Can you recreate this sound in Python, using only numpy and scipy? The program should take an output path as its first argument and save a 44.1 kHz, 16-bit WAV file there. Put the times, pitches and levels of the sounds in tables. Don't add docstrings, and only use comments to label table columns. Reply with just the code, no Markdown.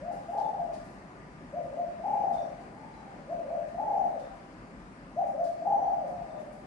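import sys
import numpy as np
from scipy import signal
from scipy.fft import rfft, irfft, next_fast_len
from scipy.io import wavfile
from scipy.ndimage import uniform_filter1d, map_coordinates

SR = 44100
rng = np.random.default_rng(int(sys.argv[2]) if len(sys.argv) > 2 else 0)


def persist_wave(psi):
    counts = np.round(np.clip(psi, -1, 1) * 32767).astype(np.int16)
    wavfile.write(sys.argv[1], SR, np.atleast_2d(counts).T)


def attenuation_scalar(level_db):
    decades = np.asarray(level_db, float) / 20
    return 10 ** decades


N = 293706

# pitch_hz, level_db (per Hz)
STREET_SPECTRUM = [(13, -44.5), (22, -22.5), (44, -2.5), (80, -14.5), (167, -2.5), (282, -5), (465, -14),
                   (559, -10.5), (654, -12), (1230, -18.5), (1370, -18), (1820, -18.5), (3340, -35),
                   (8800, -41.5), (9300, -46), (11800, -56), (15300, -88), (22000, -120)]
# pitch_hz, left_minus_right_db
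STREET_LEAN = [(60, 5), (110, -0.5), (190, 3.5), (340, -1.5), (620, -1.5), (1100, 5), (1980, 3.5),
               (3540, 3.5), (6340, -0.5), (11400, 15)]
# pitch_hz, likeness (0-1)
STREET_LIKENESS = [(60, 1), (130, 0.93), (270, 1), (570, .55), (1200, 0.46), (2000, 0.35), (3500, 0.062),
                   (11000, 0.1)]
# pitch_hz, lead_radians
STREET_LEAD = [(60, .05), (300, 0.32), (860, 0.33), (1800, 3.24), (11000, 18)]
# pitch_hz, width_hz, level_db
MOTOR_TONES = [(1202, 9.4, -65), (994, 15, -67)]
# start_s, length_s, pitch_hz, level_db, left_minus_right_db
CHIRPS = [(0.166, .05, 5400, -74, 5), (0.377, 0.11, 3620, -64, 4), (2.332, 0.092, 3630, -62.5, -2),
          (2.382, .09, 5800, -68, -3), (2.928, .09, 4070, -65.5, 5), (2.939, 0.049, 5900, -78, 3),
          (4.193, 0.11, 3605, -68.5, 0), (5.397, 0.054, 6170, -74, -6), (5.463, 0.14, 4400, -73.5, -7),
          (5.7, .1, 4500, -76, -2), (5.76, .1, 5950, -76, 0), (5.852, 0.078, 4440, -72, -2.5),
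          (5.896, 0.047, 5470, -76, 3.5), (6.293, .12, 3613, -66.5, -3)]
# start_s, level_db, brightness_db (per octave), left_minus_right_db
CAGE_TICKS = [(.115, -47.5, 0, 0.5), (.3, -53.5, 3.5, 3.5), (.372, -47, -9, 4.5), (0.729, -44.5, -7, 2),
              (.84, -55, 5, 6.5), (1.621, -56, -3, -1.5), (2.059, -58, 2.5, -5.5), (2.326, -47, -7, 4.5),
              (2.6, -54.5, -3.5, 0), (3.669, -54, -2.5, 4), (4.038, -55.5, 2, 1),
              (4.187, -50.5, -6.5, -4.5), (4.349, -62.5, 3, 3.5), (5.264, -53, 2, 2.5),
              (5.434, -45, -5.5, 6), (6.067, -52, -1.5, 5), (6.161, -62.5, -16, 0.5),
              (6.39, -52, -0.5, -1.5), (6.519, -53.5, 3, 5.5)]
# pitch_hz, ring_s (time to fall 60 dB)
RING_TIMES = [(300, 0.53), (700, 1), (1500, 0.28), (4000, 0.52), (10000, .35)]
# left_delay_s, right_delay_s, level_db
WALL_ECHOES = [(.007, .0072, -9), (0.014, .0163, -8), (.027, 0.024, -7), (0.036, 0.073, -8.5),
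               (0.05, .0535, -4.5), (.08, 0.086, -6), (0.104, .1062, -6), (.16, 0.165, -11.5)]
# pitch_hz, width_hz, level_db
FAVOURED_TONES = [(540.5, 64, -2.5), (602.7, 25, 3.5), (691.2, 21.7, 4), (785.1, 20, 5.5),
                  (856.4, 36, -3.5)]
# pitch_hz, width_hz, level_db
PORT_COLOUR = [(3700, 580, -1.5), (4840, 780, 3.5), (8700, 210, -1)]
# multiple, level_db
OVERTONES = [(1, 0), (2, -39.5), (3, -47.5)]

FAR_HOOT_SHAPE = [(0, .92, -15, 0.42), (.42, 0.99, 2, 0.61), (.999, 0.95, -17, .45)]
FAR_COO_SHAPE = [(0, .82, -18, .4), (.16, .89, -11.5, .6), (.3, 1, 1, .8), (.55, .999, -3.5, .8),
                 (.73, .92, -4, .8), (.87, .77, -1, .7), (.999, 0.55, -10, .6)]
FAR_SLIDE_SHAPE = [(0, 0.9, -7, 0.59), (.22, .91, -1.5, .7), (.45, .83, -4.5, 0.88), (.7, .77, -5, 0.73),
                   (.9, .71, -9.5, .7), (.999, .7, -13, 0.36)]
GRACE_SHAPE = [(0, 0.746, -13.5, .15), (.45, .79, -5, 0.055), (.999, .8, -16, .1)]
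HOOT_SHAPE = [(0, 0.679, -14, 0), (.2, .85, -1.5, 0.5), (.42, .99, -1.5, 0.09), (.64, 1, 3, 0.5),
              (.8, .84, -5.5, .15), (.999, 0.68, -3.5, 0.1)]
SCOOP_SHAPE = [(0, .73, -14, .3), (.25, .8, -8.5, .8), (.42, .9, -6, .5), (.52, .97, -1.5, .2),
               (.68, 0.99, -0.5, .2), (.84, 0.96, -4.5, 0.34), (.999, 0.764, -9, 0.25)]
COO_SHAPE = [
    (0, 0.96, -0.5, 0.56),
    (.1, 0.96, -0.5, 0.69),
    (.25, 0.97, -1, 0.753),
    (.44, .94, -1, 0.688),
    (.69, .84, -5, .55),
    (.87, 0.75, -8.5, 0.69),
    (.999, 0.58, -15.5, 0.93),
]
HOARSE_SHAPE = [(0, .94, -3, .65), (.2, .96, 0, .75), (.34, .999, -8, .97), (.58, .91, -7, .92),
                (.72, .825, -5, .4), (.91, .74, -13, .47), (.999, .65, -21, .8)]

# start_s, length_s, top_pitch_hz, level_db, fade_db (over the note)
FAR_HOOTS = [
    (.07, .12, 835, -52.5, -11.5),
    (3.46, .1, 808, -50, 0),
    (6.53, .09, 772, -46, 13),
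]
FAR_COOS = [
    (2.6, .64, 890.3, -51.5, 0.0041),
]
FAR_SLIDES = [
    (6.05, .45, 799.8, -40.5, 0),
]
HOOTS = [
    (0, .15, 711.8, -40.5, 4),
    (1.523, 0.093, 703.3, -38.5, -1.5),
    (3.276, 0.087, 692.7, -39, 0),
    (5.157, .095, 784, -34.5, 1.5),
]
SCOOPS = [
    (1.7, .15, 707.5, -35, 3.5),
    (3.44, .15, 699, -37.5, -5),
    (5.32, .15, 701.7, -33.5, 3),
]
COOS = [
    (2.036, .414, 858, -32, 2),
    (3.777, .403, 863.6, -32.5, 1),
    (5.652, .418, 848.4, -30.5, 2.5),
]
HOARSE_COOS = [
    (.321, .404, 862, -33, 0),
]


def unit(x):
    return x / np.sqrt(np.mean(x ** 2) + 1e-20)


def along(points, hz):
    f, v = np.transpose(points)
    return np.interp(np.log(hz + 1), np.log(f + 1), v)


def wobble(rate, size=N):
    return map_coordinates(rng.standard_normal(size // 100 + 4), [np.arange(size) * rate / SR])


def filtered(x, response):
    m = next_fast_len(N + SR // 2)
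    return irfft(rfft(x, m) * response(np.fft.rfftfreq(m, 1 / SR)), m)[..., :N]


def add(track, s, sound):
    part = track[..., max(round(s * SR), 0):][..., :sound.shape[-1]]
    part += sound[..., :part.shape[-1]]


def sides(db):
    return attenuation_scalar(np.array([[db / 2], [-db / 2]]))


def reverb(x):
    hz, t, z = signal.stft(rng.standard_normal((2, SR)), SR, nperseg=256)
    decay = attenuation_scalar(-60 * t / along(RING_TIMES, hz)[:, None])
    tail = signal.istft(z * decay, SR, nperseg=256)[1]
    tail = tail * np.minimum(np.arange(tail.shape[1]) / (0.016 * SR), 1)
    dove_band = signal.butter(2, [450, 950], "band", fs=SR, output="sos")
    scale = np.linalg.norm(signal.sosfilt(dove_band, tail), axis=1, keepdims=True) * 6.6
    return signal.fftconvolve(np.atleast_2d(x), tail / scale, axes=1)[:, :N]


def street_and_hiss():
    z = signal.stft(rng.standard_normal((2, N)), nperseg=512)[2]
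    swells = uniform_filter1d(rng.standard_normal(z.shape[1:]), 6, 0)
    swells = uniform_filter1d(swells, 14, 1)
    pair = signal.istft(z * attenuation_scalar(1.13 * unit(swells)), nperseg=512)[1][:, :N]

    def shared_and_opposed(hz):
        angle = np.arccos(np.clip(along(STREET_LIKENESS, hz), -1, 1)) / 2
        return attenuation_scalar(along(STREET_SPECTRUM, hz)) * [np.cos(angle), np.sin(angle)]

    def port_difference(hz):
        lean_db = np.outer([.5, -.5], along(STREET_LEAN, hz))
        lead = np.outer([.5, -.5], along(STREET_LEAD, hz))
        return attenuation_scalar(lean_db) * np.exp(1j * lead)

    mid, side = filtered(pair, shared_and_opposed)
    both = filtered(np.array([mid + side, mid - side]), port_difference)
    out = attenuation_scalar(-48 - 0.5 * wobble(2.5)) * unit(both)
    for pitch_hz, width_hz, db in MOTOR_TONES:
        tone = filtered(rng.standard_normal((2, N)), lambda f: 1 / (1 + ((f - pitch_hz) / width_hz) ** 2))
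        out = out + attenuation_scalar(db) * unit(tone)
    return out


def chirps():
    out = np.zeros((2, N))
    for s, length, start_hz, db, pan_db in CHIRPS:
        u = np.arange(0, 1, 1 / (length * SR))
        droop = 1 - 0.017 * u
        pitch = start_hz * droop * (1 + .015 * wobble(170, size=SR)[:len(u)])
        swell = np.sin(np.pi * u) ** 0.19
        flutter = attenuation_scalar(4.6 * wobble(90, size=SR)[:len(u)])
        whistle = np.sin(2 * np.pi * np.cumsum(pitch) / SR)
        add(out, s, attenuation_scalar(db) * sides(pan_db) * swell * flutter * whistle)
    return attenuation_scalar(-6.5) * out + attenuation_scalar(-2.5) * reverb(out)


def cage_ticks():
    out, t = np.zeros((2, N)), np.arange(SR // 2) / SR
    hz = np.fft.rfftfreq(len(t), 1 / SR)
    for s, db, tilt_db, pan_db in CAGE_TICKS:
        rise = 1 - np.exp(-t / .006)
        decay = (0.58 * attenuation_scalar(-60 * t / 0.17) + attenuation_scalar(-60 * t / 0.9)) * rise
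        tilt = attenuation_scalar(tilt_db * np.log2((hz + 1) / 7000))
        colour = tilt / (1 + (3300 / (hz + 1)) ** 6)
        noise = irfft(rfft(rng.standard_normal((2, len(t)))) * colour)
        add(out, s, attenuation_scalar(db - 14.0) * sides(pan_db) * decay * noise)
    return out


def room(x):
    direct = np.array([x, np.roll(x, 5)])
    out = attenuation_scalar(-1.5) * reverb(x) + attenuation_scalar(.5) * direct
    for left_s, right_s, db in WALL_ECHOES:
        add(out[0], left_s, attenuation_scalar(db) * x)
        add(out[1], right_s, attenuation_scalar(db) * x)
    return out


def favoured(x):
    def response(f):
        return 0.71 + sum(attenuation_scalar(db - 4.5) * 1j * f * w / (c * c - f * f + 1j * f * w)
                          for c, w, db in FAVOURED_TONES)
    return filtered(x, response)


def sung(shape, notes):
    return [[(s + u * length, ratio * top_hz, db + rel_db - fade_db * u, depth)
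             for u, ratio, rel_db, depth in sorted(shape)]
            for s, length, top_hz, db, fade_db in notes]


def dove(notes, trill_hz, sag_share, rasp_db):
    out = np.zeros(N)
    air = unit(filtered(rng.standard_normal(N), lambda f: 1 / (1 + ((f - 5950) / 220) ** 2)))
    rasp = unit(filtered(rng.standard_normal(N), lambda f: 1 / (1 + ((f - 700) / 260) ** 4)))
    for rows in sorted(notes):
        s, *cols = np.transpose(rows)
        t = np.arange(s[0], s[-1], 1 / SR)
        pitch, db, depth = (np.interp(t, s, c) for c in cols)
        depth = np.clip(depth, 0, 1)
        first = round(s[0] * SR)
        span = slice(first, first + len(t))
        sway = lambda rate: wobble(rate, size=SR)[:len(t)]
        beat = np.cumsum(trill_hz * (1 + 0.2193 * sway(29.96))) / SR
        gap = np.sin(np.pi * beat + .3) ** 2
        flip = 1 / (1 + np.exp((.72 - gap) / 0.069))
        height = np.clip(pitch / 600 - 1, 0, 1)
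        sag = sag_share * height * depth * flip * attenuation_scalar(1.545 * sway(30.8))
        turn = 2 * np.pi * np.cumsum(pitch * (1 - sag + 0.0062 * sway(59.7))) / SR
        tone = np.sqrt(2) * sum(attenuation_scalar(level) * np.sin(round(k) * turn) for k, level in OVERTONES)
        hiss = attenuation_scalar(-44.0) * air[span]
        chop = (1 - 0.9 * depth * gap ** 1.1) * attenuation_scalar(2.5 * sway(59.4))
        breaks = attenuation_scalar(rasp_db) * depth * gap * rasp[span]
        edges = np.clip(np.minimum(t - s[0], s[-1] - t) / 0.009, 0, 1)
        add(out, s[0], attenuation_scalar(db + 2.0) * edges * (chop * (tone + hiss) + breaks))
    return out


def far_dove():
    notes = sung(FAR_HOOT_SHAPE, FAR_HOOTS) + sung(FAR_COO_SHAPE, FAR_COOS) + sung(FAR_SLIDE_SHAPE, FAR_SLIDES)
    voice = dove(notes, trill_hz=31.46, sag_share=.35, rasp_db=-3.5)
    return sides(2.9) * (attenuation_scalar(-2.5) * voice + attenuation_scalar(0.5) * reverb(voice))


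def near_dove():
    graces = [(s - .044, 0.039, *rest) for s, _, *rest in COOS + HOARSE_COOS]
    notes = sung(GRACE_SHAPE, graces) + sung(HOOT_SHAPE, HOOTS) + sung(SCOOP_SHAPE, SCOOPS)
    notes = notes + sung(COO_SHAPE, COOS) + sung(HOARSE_SHAPE, HOARSE_COOS)
    voice = dove(notes, trill_hz=41.78, sag_share=.7, rasp_db=-8.0)
    return sides(3.2) * room(voice)


def scene():
    background = street_and_hiss() + chirps() + cage_ticks()
    return background + favoured(far_dove() + near_dove())


def band_limit(x):
    return signal.sosfilt(signal.butter(12, 11950, fs=SR, output="sos"), x)


def record(dry):
    def phone_response(hz):
        port = attenuation_scalar(sum(db / (1 + ((hz - c) / w * 2) ** 2) for c, w, db in PORT_COLOUR))
        treble_loss = (hz < 11950) / (1 + (hz / 11500) ** 24)
        bass_loss = 1 / (1 + (34 / (hz + 1)) ** 6)
        return port * treble_loss * bass_loss
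    return band_limit(filtered(dry, phone_response))


dry = scene()
out = record(dry)
persist_wave(out)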